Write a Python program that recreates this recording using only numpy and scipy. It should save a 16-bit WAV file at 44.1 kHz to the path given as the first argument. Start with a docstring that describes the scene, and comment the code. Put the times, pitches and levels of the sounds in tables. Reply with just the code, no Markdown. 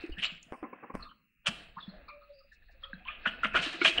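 """Ferret scuffling in a padded box

A ferret scuffles in a padded cubby on a tiled floor: claws rake the fabric and paws patter on the board.
Bursts of filtered noise make the claws, paws, fur and airy swishes; short dying tones make the thumps,
knocks and small ticks; brief pushes make three sharp snaps. A quiet hard room answers with fading noise.
Behind lie a fuzzy hollow tone that comes and goes, low rumble, room air, faint hiss and a thin high whine.
"""
import sys
import numpy as np
from scipy import signal
from scipy.fft import rfft, irfft, next_fast_len
from scipy.io import wavfile
from scipy.ndimage import uniform_filter1d, map_coordinates

SR = 44100
rng = np.random.default_rng(int(sys.argv[2]) if len(sys.argv) > 2 else 0)


def log_audio(samples):
    """Write samples as a 16-bit WAV file to the path given in sys.argv[1]."""
    # one column per channel
    frames = np.atleast_2d(samples).T
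    # limit to full scale, then quantise
    limited = np.clip(frames, -1, 1)
    pcm = np.round(limited * 32767).astype(np.int16)
    wavfile.write(sys.argv[1], SR, pcm)


def volts(x):
    """Linear amplitude factor 10**(x/20) for a level x in dB, scalar or array-like."""
    e = np.asarray(x, float) / 20
    return 10 ** e


N = 176400  # samples: 4 seconds

# Event levels are relative settings; filters and mixing gains come later.
# claw rakes: (time [s], level [dB], fall time [s], hollow part against claw part [dB])
CLAW_RAKES = [(0.182, -33, 0.036, -38.5), (0.223, -25, 0.058, -9.5), (0.235, -20.5, 0.014, -32),
              (0.298, -40.5, 0.0091, -9.5), (0.334, -42, 0.018, -6.5), (1.447, -56, 0.03, 5),
              (1.461, -22, 0.0091, -3.5), (1.469, -17, 0.018, -4.5), (3.048, -45, 0.021, -6.5),
              (3.072, -37, 0.098, -7.5), (3.2566, -26, 0.025, 5.5), (3.274, -38, 0.041, -13.5),
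              (3.431, -32.5, 0.047, -1.5), (3.444, -24.5, 0.016, 6), (3.5463, -23, 0.013, 7),
              (3.5554, -18.5, 0.016, -3), (3.5678, -20, 0.027, -3), (3.595, -32, 0.0096, -15),
              (3.6236, -24, 0.032, -12.5), (3.652, -30, 0.059, -2.5), (3.726, -35, 0.046, -3),
              (3.812, -23.5, 0.019, -4.5), (3.8462, -13.5, 0.018, -1), (3.8586, -22, 0.012, -8),
              (3.864, -17, 0.025, -21), (3.879, -21, 0.024, -27.5), (3.978, -16, 0.0082, -9.5)]
# resonances of the claws on fabric: (centre [Hz], width [Hz], level [dB])
CLAW_PEAKS = [(2450, 210, 1.5), (2845, 1040, 15.5), (4200, 700, -30.5)]
# resonances of the hollow box: (centre [Hz], width [Hz], level [dB])
HOLLOW_PEAKS = [(1400, 675, 0.5), (1652, 390, -2.5), (650, 121, -1), (1940, 140, -12)]
# paw pats on the board: (time [s], level [dB], fall time [s])
PAW_PATS = [(0.528, -33.5, 0.02), (0.628, -32, 0.021), (0.641, -41.5, 0.032), (0.729, -35, 0.012),
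            (0.827, -37, 0.026), (0.898, -34, 0.017), (0.94, -35.5, 0.03)]
# resonances of the board: (centre [Hz], width [Hz], level [dB])
BOARD_PEAKS = [(280.8, 236, 2), (479, 400, 1), (768, 270, 0), (1003, 180, 5.5), (1400, 43, -9.5),
               (2130, 320, -8)]
# soft pads and fur make little treble: (frequency [Hz], gain [dB])
PAW_SOFTNESS = [(2300, 2), (2900, -10), (3400, -22.5), (4500, -42)]
# hard knocks that ring the box: (time [s], level [dB], pitch [Hz], time to die by 60 dB [s])
HARD_KNOCKS = [(2.931, -22.5, 1645, 0.017), (3.083, -26, 2450, 0.061), (3.2575, -15.5, 1459, 0.055),
               (3.272, -21.5, 2900, 0.055), (3.433, -14.5, 1400, 0.041), (3.434, -26.5, 1960, 0.03),
               (3.556, -14.5, 1453, 0.071), (3.814, -19.5, 2223, 0.071), (3.815, -21, 1412, 0.065),
               (3.847, -6.5, 2450, 0.033), (3.858, -7, 3277, 0.026), (3.98, -14.5, 2960, 0.031)]
# thumps of the box: (time [s], level [dB], pitch [Hz], time to die by 60 dB [s])
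BOX_THUMPS = [(0.037, -25.5, 335, 0.064), (0.092, -24.5, 343, 0.024), (0.176, -41.5, 185, 0.17),
              (0.319, -43.5, 173, 0.13), (0.519, -49, 300, 0.014), (0.626, -29, 314.4, 0.066),
              (0.942, -26, 178.6, 0.045), (0.997, -37.5, 151, 0.033), (1.483, -29, 203, 0.098),
              (1.637, -59, 190, 0.038), (1.77, -39, 170, 0.053), (1.878, -31.5, 191, 0.077),
              (2.932, -39.5, 184.5, 0.15), (3.268, -28.5, 237.5, 0.058), (3.446, -35.5, 214, 0.24),
              (3.544, -32, 362, 0.11), (3.59, -33.5, 169.3, 0.11), (3.663, -30.5, 328, 0.078),
              (3.742, -36, 331, 0.12), (3.814, -20, 345.4, 0.078), (3.89, -35.5, 333, 0.15)]
# small ticks with their own pitch: (time [s], level [dB], pitch [Hz], time to die by 60 dB [s])
SMALL_TICKS = [(.118, -40.5, 2900, 0.087), (.118, -46.5, 4570, 0.032), (.166, -41, 1750, 0.16),
               (.183, -30, 1886, 0.053), (.245, -40, 7350, 0.059), (.376, -36, 2430, 0.03),
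               (.427, -28, 6780, 0.016), (.48, -62.5, 650, 0.66), (.99, -46, 1198, 0.2),
               (1.0, -56, 4360, 0.074), (1.023, -28.5, 4200, 0.034), (1.04, -41.5, 4200, 0.026),
               (1.05, -44.5, 1204, 0.17), (1.085, -57, 3040, 0.18), (1.111, -35.5, 1274, 0.031),
               (1.468, -46, 8560, 0.05), (1.47, -46, 9400, 0.04), (1.802, -35, 3650, 0.037),
               (1.823, -36, 3448, 0.068), (1.885, -46.5, 4200, 0.084), (1.93, -52.5, 621, 0.2),
               (2.078, -43.5, 1196, 0.19), (2.08, -46.5, 4300, 0.062), (2.08, -49, 2371, 0.29),
               (2.21, -54.5, 1253, 0.19), (2.23, -58.5, 4230, 0.056), (2.33, -67.5, 4730, 0.53),
               (2.385, -52, 4780, 0.065), (2.43, -63, 4840, 0.1), (.19, -56, 9200, 0.053),
               (.19, -55, 8000, 0.032), (.452, -56, 6200, 0.019), (1.04, -62, 3650, 0.21),
               (2.402, -60, 1252, 0.11), (2.514, -46, 1757, 0.083), (2.618, -52, 1746, 0.061),
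               (2.68, -56, 1760, 0.13), (2.69, -54, 700, 0.053), (2.825, -49.5, 1272, 0.3),
               (2.835, -19.5, 3300, 0.028), (2.84, -62, 3740, 0.069), (2.935, -37, 3970, 0.029),
               (1.762, -41, 920, 0.056), (1.765, -31, 1041, 0.072), (2.83, -47, 1824, 0.082),
               (2.84, -63, 840, 0.043), (3.0, -56, 741, 0.14), (3.1, -37, 1665, 0.053),
               (1.778, -35, 1285, 0.069), (1.78, -40, 1676, 0.058), (2.735, -58.5, 1740, 0.062),
               (3.235, -40.5, 1626, .08), (.46, -52, 205, 0.087), (3.052, -43, 1056, 0.14),
               (3.085, -30.5, 1223, 0.069)]
# sharp knocks close to the microphone: (time [s], level [dB])
CLOSE_SNAPS = [(0.5235, -24), (0.6302, -30.5), (0.9526, -22.5)]
# fur on fabric: (time [s], level [dB], hollow part against it [dB], upper part against it [dB])
FUR_RUSTLE = [(0.0, -47, -9, -1.5), (0.17, -60, -2, -8), (0.26, -45, -13.5, 20.5), (0.29, -49, -18, 4),
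              (0.42, -64.5, -10, -2), (0.77, -64, 5.5, -42), (0.92, -64, 0.5, -31), (1.04, -58.5, 3.5, 0.5),
              (1.21, -108, -25, -20), (1.43, -86, -10, -18), (1.47, -91, 37, 40.5),
              (1.63, -51.5, -7.5, -3.5), (1.77, -71, 0, 2.5), (1.83, -71.5, 9, 18), (2.03, -65.5, 1.5, 0.5),
              (2.42, -71.5, -13.5, 1.5), (2.8, -71, -0.5, 3), (2.83, -66.5, -4, 10.5),
              (3.12, -61, -5, -13.5), (3.23, -55.5, -5, -1.5), (3.26, -41.5, -8, -10),
              (3.41, -53, -3.5, -3), (3.44, -49.5, 4, -11), (3.53, -45, -15, -21), (3.55, -34, -2.5, -6),
              (3.65, -40, -7, 8), (3.78, -47.5, -4, 2.5), (3.88, -31, -6.5, 7.5), (3.92, -37, -14.5, -6.5),
              (4.0, -35.5, -3.5, -1)]
# resonances of the fur: (centre [Hz], width [Hz], level [dB])
FUR_PEAKS = [(2270, 820, -9.5), (2617, 310, 6.5), (2900, 350, -3.5)]
# resonances of the upper part of the rustle: (centre [Hz], width [Hz], level [dB])
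UPPER_PEAKS = [(3983, 400, -3), (4300, 430, -0.6), (4740, 1800, -3)]
# airy swishes of fur and fabric: (time [s], level [dB], fall time [s])
FUR_SWISHES = [(0.0094, -58.5, 0.038), (0.179, -54, 0.03), (0.224, -44, 0.022), (0.2347, -38, 0.022),
               (0.298, -72.5, 0.028), (0.327, -60.5, 0.018), (0.364, -60, 0.022), (0.423, -71, 0.0073),
               (0.944, -72, 0.01), (1.4662, -36.5, 0.012), (1.4708, -21.5, 0.017), (2.525, -57, 0.034),
               (2.71, -62.5, 0.033), (3.2636, -53, 0.018), (3.27, -48, 0.024), (3.435, -55, 0.047),
               (3.437, -42.5, 0.019), (3.54, -46.5, 0.02), (3.5575, -35, 0.037), (3.6175, -34, 0.042),
               (3.631, -45, 0.13), (3.668, -46.5, 0.021), (3.719, -53, 0.061), (3.8144, -46, 0.051),
               (3.8456, -26.5, 0.034), (3.871, -39, 0.033), (3.876, -33.5, 0.031), (3.926, -42, 0.056)]
# claw tips ticking on the rim: (time [s], level [dB])
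CLAW_TIPS = [(0.031, -61), (0.064, -51), (0.099, -59), (.159, -59.5), (0.192, -61), (.319, -50),
             (.351, -57), (.366, -59.5), (.398, -61), (.429, -48), (2.095, -68), (3.45, -60),
             (3.471, -53.5), (3.731, -44.5), (3.926, -51), (3.9811, -36)]
# treble colour of swishes and claw tips: (frequency [Hz], level per Hz [dB])
SWISH_COLOUR = [(2500, -34.5), (3800, 5), (5000, 0.5), (6000, -2), (7500, -4.5), (9300, -9.5), (10200, -23),
                (11000, -29.5), (12500, -54.5), (15500, -63)]
# wide thin cracks and their hiss: (time [s], level [dB], fall time [s])
THIN_CRACKS = [(0.0, -77.5, 0.19), (0.43, -77, 0.15), (0.523, -60, 0.0024), (0.53, -77, 0.11),
               (0.94, -72, 0.13), (0.9515, -56, 0.003), (1.468, -54, 0.018), (1.49, -68, 0.15),
               (3.28, -75, 0.1), (3.46, -74, 0.07), (3.9805, -54, 0.003)]
# treble colour of the cracks: (frequency [Hz], level per Hz [dB])
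CRACK_COLOUR = [(3000, -24), (5000, 1), (6800, -6), (8800, 0.5), (11000, -10), (13000, -17.5),
                (15800, -23.5)]
# two spells of a hollow tone: (time [s], pitch [Hz], level [dB])
HOLLOW_TONE = [
    [(1.88, 593, -77), (1.916, 564, -64), (1.934, 626, -54), (1.986, 532, -72), (2.014, 585, -58),
     (2.028, 572, -83), (2.176, 587, -53), (2.286, 582, -73), (2.306, 581, -55.5), (2.416, 546, -66.5),
     (2.43, 550, -95), (2.45, 561, -59), (2.508, 525, -91), (2.56, 511.3, -75.5)],
    [(2.72, 605, -101), (2.73, 595, -106), (2.742, 525, -83), (2.752, 546, -65.5), (2.802, 514, -84),
     (2.846, 544, -55.5), (2.872, 533, -69), (2.886, 560, -76), (2.904, 545.8, -56), (2.96, 536, -82),
     (2.982, 535, -68), (2.996, 494, -85.5), (3.008, 525.2, -74), (3.02, 556, -81)],
]
# padding dulls the nearby sounds: (frequency [Hz], gain [dB])
PADDING = [(3200, 0), (3800, -8), (4500, -14), (6000, -28), (10000, -42), (16000, -60)]
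# how long the room rings: (frequency [Hz], time to die by 60 dB [s])
ROOM_DECAY = [(100, 1), (500, 0.58), (1500, 0.41), (3000, 0.54), (6000, 0.48), (10000, 0.8)]
# colour of the room air: (frequency [Hz], level per Hz [dB])
AIR_COLOUR = [(53, -12.5), (90, -9), (163, 0), (228, -6), (268, -10), (300, -27), (358, -15), (921, -41),
              (1210, -14.5), (1990, -8), (2450, -5), (2790, -1.5), (3120, -25), (4160, -24), (5410, -49),
              (9150, -120)]
# loudness path of the rumble: (time [s], level [dB])
RUMBLE_LEVEL = [(0.0, -51.5), (0.08, -75), (0.1, -39.5), (0.19, -59), (0.86, -86), (0.91, -91), (0.95, -44),
                (1.26, -93), (1.53, -58.5), (1.83, -67), (2.0, -55), (2.07, -65), (2.57, -68),
                (2.61, -57.5), (3.52, -54.5), (3.55, -47.5), (3.82, -71), (4.0, -50.5)]
# colour of the rumble: (frequency [Hz], level per Hz [dB])
RUMBLE_COLOUR = [(8.8, -35.5), (15, -1.5), (65, -11), (78, -20), (97, -64), (130, -20), (170, -51),
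                 (290, -120)]
# threshold of the noise suppressor: (frequency [Hz], level per frequency bin [dB])
SUPPRESSOR_THRESHOLD = [(100, -105), (1000, -100), (3000, -93), (4500, -101), (6000, -93.5), (10000, -100),
                        (14000, -112)]
# colour of the electronic hiss: (frequency [Hz], level per Hz [dB])
HISS_COLOUR = [(3000, -37), (5000, 2), (10000, -1), (13000, -4), (15500, -6.5)]


def unit(x):
    """Scale a sound to an average strength (rms) of 1."""
    return x / np.sqrt(np.mean(x ** 2) + 1e-20)


def along(points, hz):
    """Read a (frequency, value) curve, with frequency on a log axis."""
    f, v = np.transpose(points)
    return np.interp(np.log(hz + 1), np.log(f + 1), v)


def curves(rows):
    """Give one value per sample for each column after the time."""
    s, *columns = np.transpose(rows)
    return [np.interp(np.arange(N) / SR, s, column) for column in columns]


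def wobble(rate):
    """Make a smooth random curve with this many knots a second."""
    return map_coordinates(rng.standard_normal(400), [np.arange(N) * rate / SR], mode="wrap")


def filtered(x, response):
    """Multiply the spectrum of x by a response that depends on frequency."""
    m = next_fast_len(N + SR // 2)
    return irfft(rfft(x, m) * response(np.fft.rfftfreq(m, 1 / SR)), m)[:N]


def colored(x, points):
    """Shape the spectrum of x with a (frequency, dB) curve."""
    return filtered(x, lambda f: volts(along(points, f)))


def body(x, peaks):
    """Pass x through steep resonances, scaled so that white noise keeps its rms."""
    def shape(f):
        total = 0
        for center, width, db in peaks:
            single = 1j * f * width / (center * center - f * f + 1j * f * width)
            total = total + volts(db) * single ** 2
        return total
    freqs = np.linspace(1, SR / 2, num=2000)
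    return filtered(x, shape) / np.sqrt(np.mean(abs(shape(freqs)) ** 2))


def grit(rough_db):
    """Make noise of rms 1 from uneven grains, each 40 samples long."""
    grain_db = rough_db * np.repeat(rng.standard_normal(N // 40 + 1), 40)[:N]
    return unit(rng.standard_normal(N) * volts(grain_db))


def strokes(rows, rise_s):
    """Draw a loudness outline from (time, dB, fall time) rows: a quick rise, then a rounded fall."""
    t, out = np.arange(N) / SR, np.zeros(N)
    for s, db, fall_s in rows:
        since = np.clip(t - s, 0, None)
        rise = np.clip((t - s) / rise_s + 0.5, 0, 1)
        out += volts(db) * rise * np.exp(-(since / fall_s) ** 2)
    return out


def rings(rows, attack_s, rough):
    """Add damped tones with smoothly wandering phase, each at most a quarter second long."""
    out, t = np.zeros(N + SR), np.arange(SR // 4) / SR
    for s, db, hz, t60 in rows:
        # higher tones wander faster
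        drift = rough * map_coordinates(rng.standard_normal(200), [t * np.sqrt(hz) * 9], mode="wrap")
        loudness = volts(db - 60 * t / t60) * (1 - np.exp(-t / attack_s)) ** 2
        out[round(s * SR):][:len(t)] += loudness * np.sin(2 * np.pi * hz * t + drift)
    return out[:N]


def rakes():
    """Claws catch the fabric in bursts of grains that ring the claw band and the hollow box."""
    s, db, fall_s, hollow_db = np.transpose(CLAW_RAKES)

    def part(extra_db, peaks):
        outline = strokes(np.c_[s, db + extra_db - 9, fall_s], rise_s=0.0071)
        return body(outline * grit(rough_db=3.0), peaks)
    return part(0, CLAW_PEAKS) + part(hollow_db, HOLLOW_PEAKS)


def pats():
    """Padded paws strike the board: noise bursts ring it, and the soft pads weaken the treble."""
    bursts = strokes(PAW_PATS, rise_s=0.006) * grit(rough_db=2.5)
    return colored(volts(-9) * body(bursts, BOARD_PEAKS), PAW_SOFTNESS)


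def knocks():
    """Hard knocks ring the box as fast-starting, quickly dying tones."""
    return rings(HARD_KNOCKS, attack_s=0.001, rough=0.89)


def thumps():
    """The box thumps in low tones that die away."""
    return rings(BOX_THUMPS, attack_s=0.0021, rough=0.73)


def ticks():
    """Small parts tick with damped tones, each at its own pitch."""
    return volts(4.0) * rings(SMALL_TICKS, attack_s=0.0055, rough=1.036)


def snaps():
    """Each snap is one short push: a soft swing one way, then a sharp dying swing the other way."""
    t, out = np.arange(N) / SR, np.zeros(N)
    for (s, db), sign in zip(CLOSE_SNAPS, [1, -1, -1]):
        since = np.clip(t - s, 0, None)
        push = (t > s) * np.exp(-since / 0.0011) * np.cos(2 * np.pi * 300 * since)
        lead = 0.15 * (t <= s) * np.exp(-((t - s) / 0.0063) ** 2)
        out += sign * volts(db) * (push - lead)
    return filtered(out, lambda f: 1 / (1 + 1j * f / 2500) ** 2)  # gentle treble cut


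def rustle():
    """Fur rubs on fabric: grainy noise of changing loudness passes through three sets of resonances."""
    level_db, hollow_db, upper_db = curves(FUR_RUSTLE)

    def part(extra_db, peaks):
        flutter_db = 1.7 * wobble(25) + 0.5 * wobble(70)
        return body(volts(level_db + extra_db + flutter_db) * grit(rough_db=3.0), peaks)
    fur = colored(part(0, FUR_PEAKS), PAW_SOFTNESS)
    hollow = part(hollow_db, HOLLOW_PEAKS + BOARD_PEAKS[:2])
    return fur + hollow + part(upper_db, UPPER_PEAKS)


def swishes():
    """Fur, thin cracks and claw tips make bursts of treble noise."""
    freqs = np.linspace(1, SR / 2, num=2000)

    def part(rows, colour, rise_s):
        noise = colored(strokes(rows, rise_s) * grit(rough_db=3.0), colour)
        return noise / np.sqrt(np.mean(volts(along(colour, freqs)) ** 2))
    fur = volts(-12.0) * part(FUR_SWISHES, SWISH_COLOUR, rise_s=0.019)
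    cracks = part(THIN_CRACKS, CRACK_COLOUR, rise_s=0.003)
    tip_rows = [(s, db, 0.00084) for s, db in CLAW_TIPS]  # each falls in under a millisecond
    return fur + cracks + part(tip_rows, SWISH_COLOUR, rise_s=0.0006)


def drone():
    """A faint hollow tone comes and goes; its wandering pitch and loudness make it fuzzy."""
    out, t = np.zeros(N), np.arange(N) / SR
    for rows in HOLLOW_TONE:
        hz, db = curves(rows)
        fade = np.clip(np.minimum(t - rows[0][0], rows[-1][0] - t) / 0.037, 0, 1)
        phase = 2 * np.pi * np.cumsum(hz + 8 * wobble(59)) / SR
        out += fade * volts(db + 2.5 + 2.5 * wobble(30)) * np.sin(phase)
    return out


def room(x):
    """The hard room answers with noise tails in which each frequency dies at its own speed."""
    out, hop = np.zeros(N + SR), SR // 4
    for a in range(0, N, hop):  # a new tail for every quarter second
        hz, t, z = signal.stft(rng.standard_normal(SR // 2), SR, nperseg=256)
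        decay = volts(-60 * t / along(ROOM_DECAY, hz)[:, None])
        tail = signal.istft(z * decay, SR, nperseg=256)[1]
        answer = signal.fftconvolve(x[a:a + hop], tail / np.linalg.norm(tail))
        out[a + 300:][:len(answer)] += answer  # 300 samples late
    return out[:N]


def background():
    """Room air is steady coloured noise; rumble is low noise that swells in lumps."""
    air = unit(colored(rng.standard_normal(N), AIR_COLOUR))
    low = unit(colored(rng.standard_normal(N), RUMBLE_COLOUR))
    return volts(-75.5) * air + volts(curves(RUMBLE_LEVEL)[0] + 0.61 * wobble(32)) * low


def hiss():
    """Faint electronic hiss is steady noise, mostly treble."""
    return volts(-98) * unit(colored(rng.standard_normal(N), HISS_COLOUR))


def whine():
    """A thin electronic whine with a noisy skirt wavers, and blips once per camera frame."""
    whine_hz, skirt_width_hz = 15691, 120
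    frame_s, first_frame_s, blip_s = 1 / 59.94, 0.0042, 0.00016
    t = np.arange(N) / SR
    skirt = unit(filtered(rng.standard_normal(N),
                          lambda f: 1 / (1 + ((f - whine_hz) / skirt_width_hz) ** 2)))
    from_blip = (t - first_frame_s + frame_s / 2) % frame_s - frame_s / 2  # seconds to the nearest blip
    blips = volts(13) * np.exp(-(from_blip / blip_s) ** 2)
    tone = (volts(3.5 * wobble(35)) + blips) * np.sin(2 * np.pi * whine_hz * t)
    return volts(-85) * (tone + volts(-25.5) * skirt)


def suppress(x):
    """A noise suppressor turns down frequency bins whose nearby power is close to or below a threshold."""
    hz, _, z = signal.stft(x, SR, nperseg=512)
    power = uniform_filter1d(abs(z) ** 2, size=5, axis=0)  # smooth over frequency
    power = uniform_filter1d(power, size=5, axis=1)  # then over time
    threshold = volts(2 * along(SUPPRESSOR_THRESHOLD, hz))[:, None]  # doubled dB, because this is power
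    gain = np.maximum(power / (abs(power) + threshold), volts(-13))  # never cut by more than 13 dB
    return signal.istft(z * gain, SR, nperseg=512)[1][:N]


def scene():
    """Mix the ferret's sounds, the padding, the room's answers and the background."""
    hits, knock, thump = rakes() + pats(), knocks(), thumps()
    tick, airy = ticks(), swishes()
    answer = room(volts(-11.5) * hits + volts(-10) * knock + volts(-12.0) * thump)
    near = hits + knock + thump + answer + snaps() + rustle() + drone()
    near = colored(near, PADDING)
    bright = tick + room(volts(-12) * tick) + airy + volts(-15.0) * room(airy)
    return (near + bright + background())[None]


def roll_off(x):
    """The treble ends steeply here."""
    return signal.sosfilt(signal.butter(12, 15870, fs=SR, output="sos"), x)


def record(dry):
    """Quieten the weak noise, then add the electronic hiss and whine."""
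    mix = suppress(dry[0]) + hiss() + whine()
    return roll_off(mix[None])


dry = scene()
out = record(dry)
log_audio(out)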